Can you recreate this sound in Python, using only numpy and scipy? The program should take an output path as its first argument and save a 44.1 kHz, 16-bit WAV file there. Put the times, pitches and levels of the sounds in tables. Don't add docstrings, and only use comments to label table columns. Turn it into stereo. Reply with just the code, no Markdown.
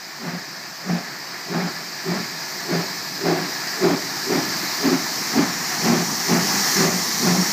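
import sys
import numpy as np
from scipy import signal
from scipy.io import wavfile
from scipy.ndimage import uniform_filter1d

SR = 44100
rng = np.random.default_rng(int(sys.argv[2]) if len(sys.argv) > 2 else 0)


def level_to_linear(level):
    exponent = np.asarray(level, float) / 20
    return 10 ** exponent


def persist_wave(psi):
    counts = np.round(np.clip(psi, -1, 1) * 32767).astype(np.int16)
    wavfile.write(sys.argv[1], SR, np.atleast_2d(counts).T)


N = 331632
HOP = 256


def evened(x):
    return x / np.sqrt(np.mean(abs(x) ** 2) + 1e-20)


def curve(points, t):
    return np.interp(t, *np.transpose(points))


def spectrum(points, hz):
    f, value = np.transpose(points)
    return np.interp(np.log(hz + 1), np.log(f + 1), value)


def add(mix, start_s, sound):
    part = mix[round(start_s * SR):][:len(sound)]
    part += sound[:len(part)]


def air_mode(hz, width_hz, steady):
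    size = len(hz) + 2000
    wander = rng.standard_normal(size) + 1j * rng.standard_normal(size)
    r = np.exp(-np.pi * width_hz / SR)
    wander = evened(signal.lfilter([1], np.convolve([1, -r], [1, -r]), wander))
    wander = wander / (abs(wander) + 0.18) ** np.clip(steady, 0, 1)
    wander = signal.lfilter([1], [1, -r ** 2], wander)[2000:]
    carrier = np.exp(2j * np.pi * np.cumsum(hz) / SR)
    return evened((wander * carrier).real)


# time in seconds, nearness from 0 (far) to 1 (alongside).
NEARNESS = [(0, -0.042), (2.5, -0.053), (4.5, 0.22), (5.8, 1.05), (7.52, 1.26)]


def steam_noise(colours, patchy_db, flicker_db):
    frames, hz = N // HOP + 5, np.fft.rfftfreq(4 * HOP, 1 / SR)
    a, b, patches = rng.standard_normal((frames, len(hz), 3)).T
    patches = uniform_filter1d(patches, size=14, axis=0)
    patches = evened(uniform_filter1d(patches, size=12, axis=1))
    flicker = evened(uniform_filter1d(rng.standard_normal(frames), size=4))
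    near = curve(NEARNESS, np.arange(frames) * HOP / SR)
    far_db, near_db = (spectrum(colour, hz)[:, None] for colour in colours)
    shape = level_to_linear(far_db + near * (near_db - far_db))
    shape = shape / np.linalg.norm(shape, axis=0)
    z = (a + 1j * b) * shape * level_to_linear(patchy_db * patches + flicker_db * flicker)
    return evened(signal.istft(z, nperseg=4 * HOP, noverlap=3 * HOP)[1][:N])


def beat_db(t, length_s, lag_s, attack_s, sag_db, release_db_s):
    u = t - lag_s
    rise_db = -16 * (1 - u / attack_s)
    hold_db = sag_db * np.minimum((u - attack_s) / (length_s - attack_s), 1)
    fall_db = release_db_s * np.maximum(u - length_s, 0)
    return np.where(u < attack_s, rise_db, hold_db - fall_db)


def bumps(t, rows):
    near = [row for row in rows if t[0] < row[0] < t[-1]]
    return np.sqrt(sum(level_to_linear(db) ** 2 * np.exp(-abs((t - s) / half_s) ** 2.2) for s, half_s, db in near))


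def steady_gain(source, base_db, db_per_db, lift_db):
    t = np.arange(0, N + HOP, HOP) / SR
    stoked = 0
    for start_s, length_s, *_ in BLASTS:
        stoke_db = beat_db(t - start_s, length_s, lag_s=0., attack_s=0.051, sag_db=-4, release_db_s=55)
        stoked = stoked + level_to_linear(np.maximum(stoke_db, -100))
    gain = level_to_linear(base_db + db_per_db * (curve(source, t) + 30) + lift_db * stoked)
    return np.interp(np.arange(N) / SR, t, gain)


# time in seconds, level in dB.
DRAUGHT = [(0, -38.5), (.8, -37.5), (1.3, -36), (2.3, -34.5), (2.8, -33), (3.15, -34.5), (3.6, -32),
           (4.2, -32.5), (4.7, -30), (5.3, -30.5), (5.75, -28.5), (6.05, -30.5), (6.4, -28), (6.8, -25.5),
           (6.9, -28.5), (7.1, -30.5), (7.52, -29)]
# frequency in Hz, density in dB per Hz.
ROAR = [
    [(280, -47), (480, -20), (529, -3.5), (592, -17.5), (621, -2), (791, -4), (901, -3), (1180, -4), (1560, -4.5), (1690, 1.5), (2490, -7), (2700, -12.5), (3300, -16), (4290, -46), (7260, -120)],
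    [(280, -38), (480, -6), (537, -15), (701, -1.5), (760, -1), (851, -2), (953, -1), (1190, -1.5), (1500, -5.5), (1700, 0.5), (1950, 0), (2450, -7), (3300, -17.5), (4290, -56), (7260, -120)],
]
# frequency in Hz, width in Hz, level in dB re the roar.
EDGES = [
    (1723, 42, -14.5),
    (361, 60, -19.5),
]


def chimney_draught():
    roar = steam_noise(ROAR, patchy_db=1.0, flicker_db=0.46)
    edges = sum(level_to_linear(db) * air_mode(np.full(N, hz), width_hz, steady=0) for hz, width_hz, db in EDGES)
    return steady_gain(DRAUGHT, base_db=-30.5, db_per_db=1.01, lift_db=3) * (roar + edges)


# time in seconds, level in dB.
LEAK = [(0, -38), (.8, -37), (1.5, -35.5), (2.2, -33.5), (2.75, -32), (3.15, -32), (3.7, -30), (4.1, -29.5),
        (4.6, -27.5), (5.2, -27.5), (5.55, -28), (5.85, -26), (6.05, -27), (6.4, -24.5), (6.8, -21.5),
        (6.9, -25), (7.2, -24.5), (7.52, -24)]
# frequency in Hz, density in dB per Hz.
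RUMBLE = [
    [(24, -88), (40, -88), (172, -1.5), (216, -12), (307, -3.5), (331, -8), (369, -6.5), (406, -8.5), (520, -22), (680, -51), (1140, -120)],
    [(24, -72), (40, -45), (102, -33), (129, -13.5), (151, 3), (301, -3), (335, -2), (369, -4.5), (520, -14), (680, -35), (1140, -120)],
]
HISS = [
    [(1820, -40), (3100, -18), (3410, -15), (4000, -5), (4860, 1.5), (7790, -13.5), (8400, -29), (10900, -29), (18500, -120)],
    [(1820, -51), (3100, -14), (3480, -13.5), (4330, -2.5), (5540, 0), (7080, -6.5), (8400, -18.5), (10900, -30), (18500, -120)],
]
FIZZ = [
    [(4820, -24), (8200, -2.5), (10400, -10.5), (12000, -6), (13100, 3), (14500, -0.5)],
    [(4820, -27), (8200, 0), (10900, -0.5), (13500, 7.5), (14500, 5.5)],
]


def cylinder_leaks():
    rumble = steam_noise(RUMBLE, patchy_db=1.54, flicker_db=0.86)
    hiss = steam_noise(HISS, patchy_db=0.9, flicker_db=0.3)
    fizz = steam_noise(FIZZ, patchy_db=0.9, flicker_db=0.27)
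    rumble = rumble * steady_gain(LEAK, base_db=-41, db_per_db=1.01, lift_db=11)
    hiss = hiss * steady_gain(LEAK, base_db=-30, db_per_db=1.024, lift_db=1.34)
    fizz = fizz * steady_gain(LEAK, base_db=-37.5, db_per_db=1.2, lift_db=0.3)
    return rumble + hiss + fizz


# peak in seconds, half-width in seconds, level in dB.
THROBS = [(.28, .015, -27.5), (.36, 0.024, -29), (.925, .04, -21), (1.515, 0.014, -28), (1.575, 0.028, -22),
          (1.645, 0.024, -24.5), (2.11, 0.027, -24), (2.18, 0.027, -27), (2.74, 0.024, -23.5),
          (2.79, .03, -30), (3.27, .02, -27), (3.315, .025, -24.5), (3.42, .025, -28), (3.87, 0.029, -21.5),
          (3.94, 0.026, -26), (4.345, .02, -27), (4.39, 0.018, -28), (4.87, .025, -31), (4.945, 0.023, -24),
          (5.43, 0.054, -26), (5.86, .02, -22), (5.92, 0.018, -19), (5.985, .035, -23), (6.36, 0.043, -21),
          (6.795, 0.019, -22), (6.855, 0.028, -19.5), (6.95, .03, -27.5), (7.285, .025, -18),
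          (7.335, .02, -19), (7.393, .022, -16)]


def chimney_tone(now):
    return bumps(now, THROBS) * air_mode(174.56 + 0 * now, width_hz=21.2, steady=0.97)


# peak in seconds, level in dB.
BOOM_SURGES = [(.25, -33), (.93, -29), (2.725, -30), (3.925, -20.5), (4.37, -26), (4.875, -16), (4.94, -18),
               (5.389, -13.5), (5.91, -15.5), (6.325, -20), (7.25, -24)]
# time in seconds, frequency in Hz.
BOOM_PITCH = [(0, 239.8), (2.2, 234), (3.3, 272.2), (4.4, 272.4), (4.9, 265.6), (5.4, 251.7), (5.9, 243.1),
              (7.52, 240.2)]


def smokebox_boom(now, t, length_s, db):
    beat = level_to_linear(db + beat_db(t, length_s, lag_s=-.01, attack_s=.05, sag_db=-7.5, release_db_s=250))
    surges = bumps(now, [(s, .022, surge_db) for s, surge_db in BOOM_SURGES])
    return np.hypot(beat, surges) * air_mode(curve(BOOM_PITCH, now), width_hz=61.6, steady=0.67)


# peak in seconds, level in dB.
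OVERTONE_SURGES = [(2.08, -31), (2.74, -26), (3.32, -20.5), (3.855, -14), (4.305, -23), (4.93, -20.5),
                   (5.95, -23), (6.35, -22), (6.84, -22)]


def chimney_overtone(now, t, length_s, db):
    beat = level_to_linear(db + beat_db(t, length_s, lag_s=-.02, attack_s=.05, sag_db=-7, release_db_s=220))
    surges = bumps(now, [(s, 0.019, surge_db) for s, surge_db in OVERTONE_SURGES])
    sagging_hz = 386 - 45 * np.clip(t / .22, 0, 1)
    return np.hypot(beat, surges) * air_mode(sagging_hz, width_hz=87, steady=0.66)


def blast(start_s, length_s, jet_db, boom_db, overtone_db, jet):
    first = round(start_s * SR) - 2500
    now = np.arange(first, min(first + 15000, N)) / SR
    t = now - start_s
    tone = chimney_tone(now)
    overtone = chimney_overtone(now, t, length_s, overtone_db)
    boom = smokebox_boom(now, t, length_s, boom_db)
    jet_beat_db = beat_db(t, length_s, lag_s=-.01, attack_s=.06, sag_db=-4.5, release_db_s=330)
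    roar = level_to_linear(jet_db + jet_beat_db) * jet[first:][:len(t)]
    puffs = evened(signal.fftconvolve(rng.standard_normal(len(t)), np.hanning(900), "same"))
    sputter = level_to_linear(0.97 * puffs)
    return now[0], (tone + sputter * (boom + overtone + roar)) * signal.windows.tukey(len(t), .1)


# start in seconds, length in seconds, then jet roar, smokebox boom
# and chimney overtone levels in dB.
BLASTS = [(.205, .165, -33, -33, -38.5), (0.854, 0.15, -30, -32.5, -35.5), (1.495, 0.2, -28, -31, -29),
          (2.055, 0.16, -30.5, -32.5, -34), (2.68, .14, -27, -33, -26), (3.225, 0.18, -22.5, -27.5, -20.5),
          (3.799, .17, -21.5, -26, -22.5), (4.28, .14, -26.5, -26.5, -23.5), (4.82, 0.15, -24, -24, -24.5),
          (5.335, .135, -23, -21.5, -28), (5.825, .19, -21.5, -20.5, -25.5), (6.275, .14, -24.5, -26, -25),
          (6.764, 0.17, -26, -26, -24.5), (7.22, 0.16, -24.5, -24.5, -25)]
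# frequency in Hz, density in dB per Hz.
JET = [(310, -10), (520, -6.5), (622, -0.5), (811, -1.5), (961, -8.5), (1190, -6.5), (1580, -10),
       (1950, -12), (2400, -12.5), (2890, -25), (4000, -21.5), (5200, -35), (8800, -120)]


def exhaust_beats():
    exhaust, jet = np.zeros(N), steam_noise((JET, JET), patchy_db=1.1, flicker_db=0.96)
    for row in BLASTS:
        add(exhaust, *blast(*row, jet))
    return signal.sosfilt(signal.butter(3, 115, "high", fs=SR, output="sos"), exhaust)


# frequency in Hz, t60 in seconds.
YARD = [
    (100, 0.17),
    (400, 0.72),
    (1500, 0.32),
    (5000, 0.4),
]


def yard(x):
    taps = np.zeros(SR)
    at = np.arange(1500, SR - 20, 20)
    taps[at + rng.integers(0, 20, len(at))] = rng.choice([-1., 1.], len(at))
    hz, t, z = signal.stft(taps, SR, nperseg=512)
    decay = level_to_linear(-60 * t / spectrum(YARD, hz)[:, None])
    tail = signal.istft(z * decay, SR, nperseg=512)[1]
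    return signal.fftconvolve(x, tail / np.linalg.norm(tail))[:N]


# start in seconds, length in seconds, frequency in Hz, width in Hz, level in dB.
SPURTS = [
    (6.747, 0.1, 5380, 500, -26),
    (7.388, 0.077, 5550, 120, -26),
]


def gland_spurts():
    out = np.zeros(N)
    for start_s, length_s, hz, width_hz, db in SPURTS:
        size = round(length_s * SR)
        whistle = air_mode(np.full(size, hz), width_hz, steady=0)
        add(out, start_s, level_to_linear(db) * np.hanning(size) * whistle)
    return out


def scene():
    exhaust = exhaust_beats()
    left = chimney_draught() + cylinder_leaks() + exhaust + level_to_linear(-18.5) * yard(exhaust) + gland_spurts()
    return np.array([2 * left, 0 * left])


def top_cut(x):
    return signal.sosfilt(signal.butter(12, 16570, fs=SR, output="sos"), x)


def record(dry):
    duck_from_db, duck_share, recover_db_s = -13.5, 0.27, 24
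    power_db = 10 * np.log10(abs(uniform_filter1d(dry[0] ** 2, size=1300)) + 1e-12)
    fall_db = np.arange(N) * recover_db_s / SR
    held_db = np.maximum.accumulate(power_db + fall_db) - fall_db
    over_db = np.maximum(held_db - duck_from_db, 0)
    late_db = signal.lfilter([1 / 900], [1, 1 / 900 - 1], over_db)
    ducked = dry / level_to_linear(duck_share * late_db)
    bent = ducked + 0.048 * ducked * abs(ducked) ** 3 * np.sign(ducked)
    clipped = np.clip(bent, -1, 1)
    band_limit = signal.firwin(2047, 15295, window=("kaiser", 8), fs=SR)
    return top_cut(signal.oaconvolve(clipped, band_limit[None], "same"))


dry = scene()
out = record(dry)
persist_wave(out)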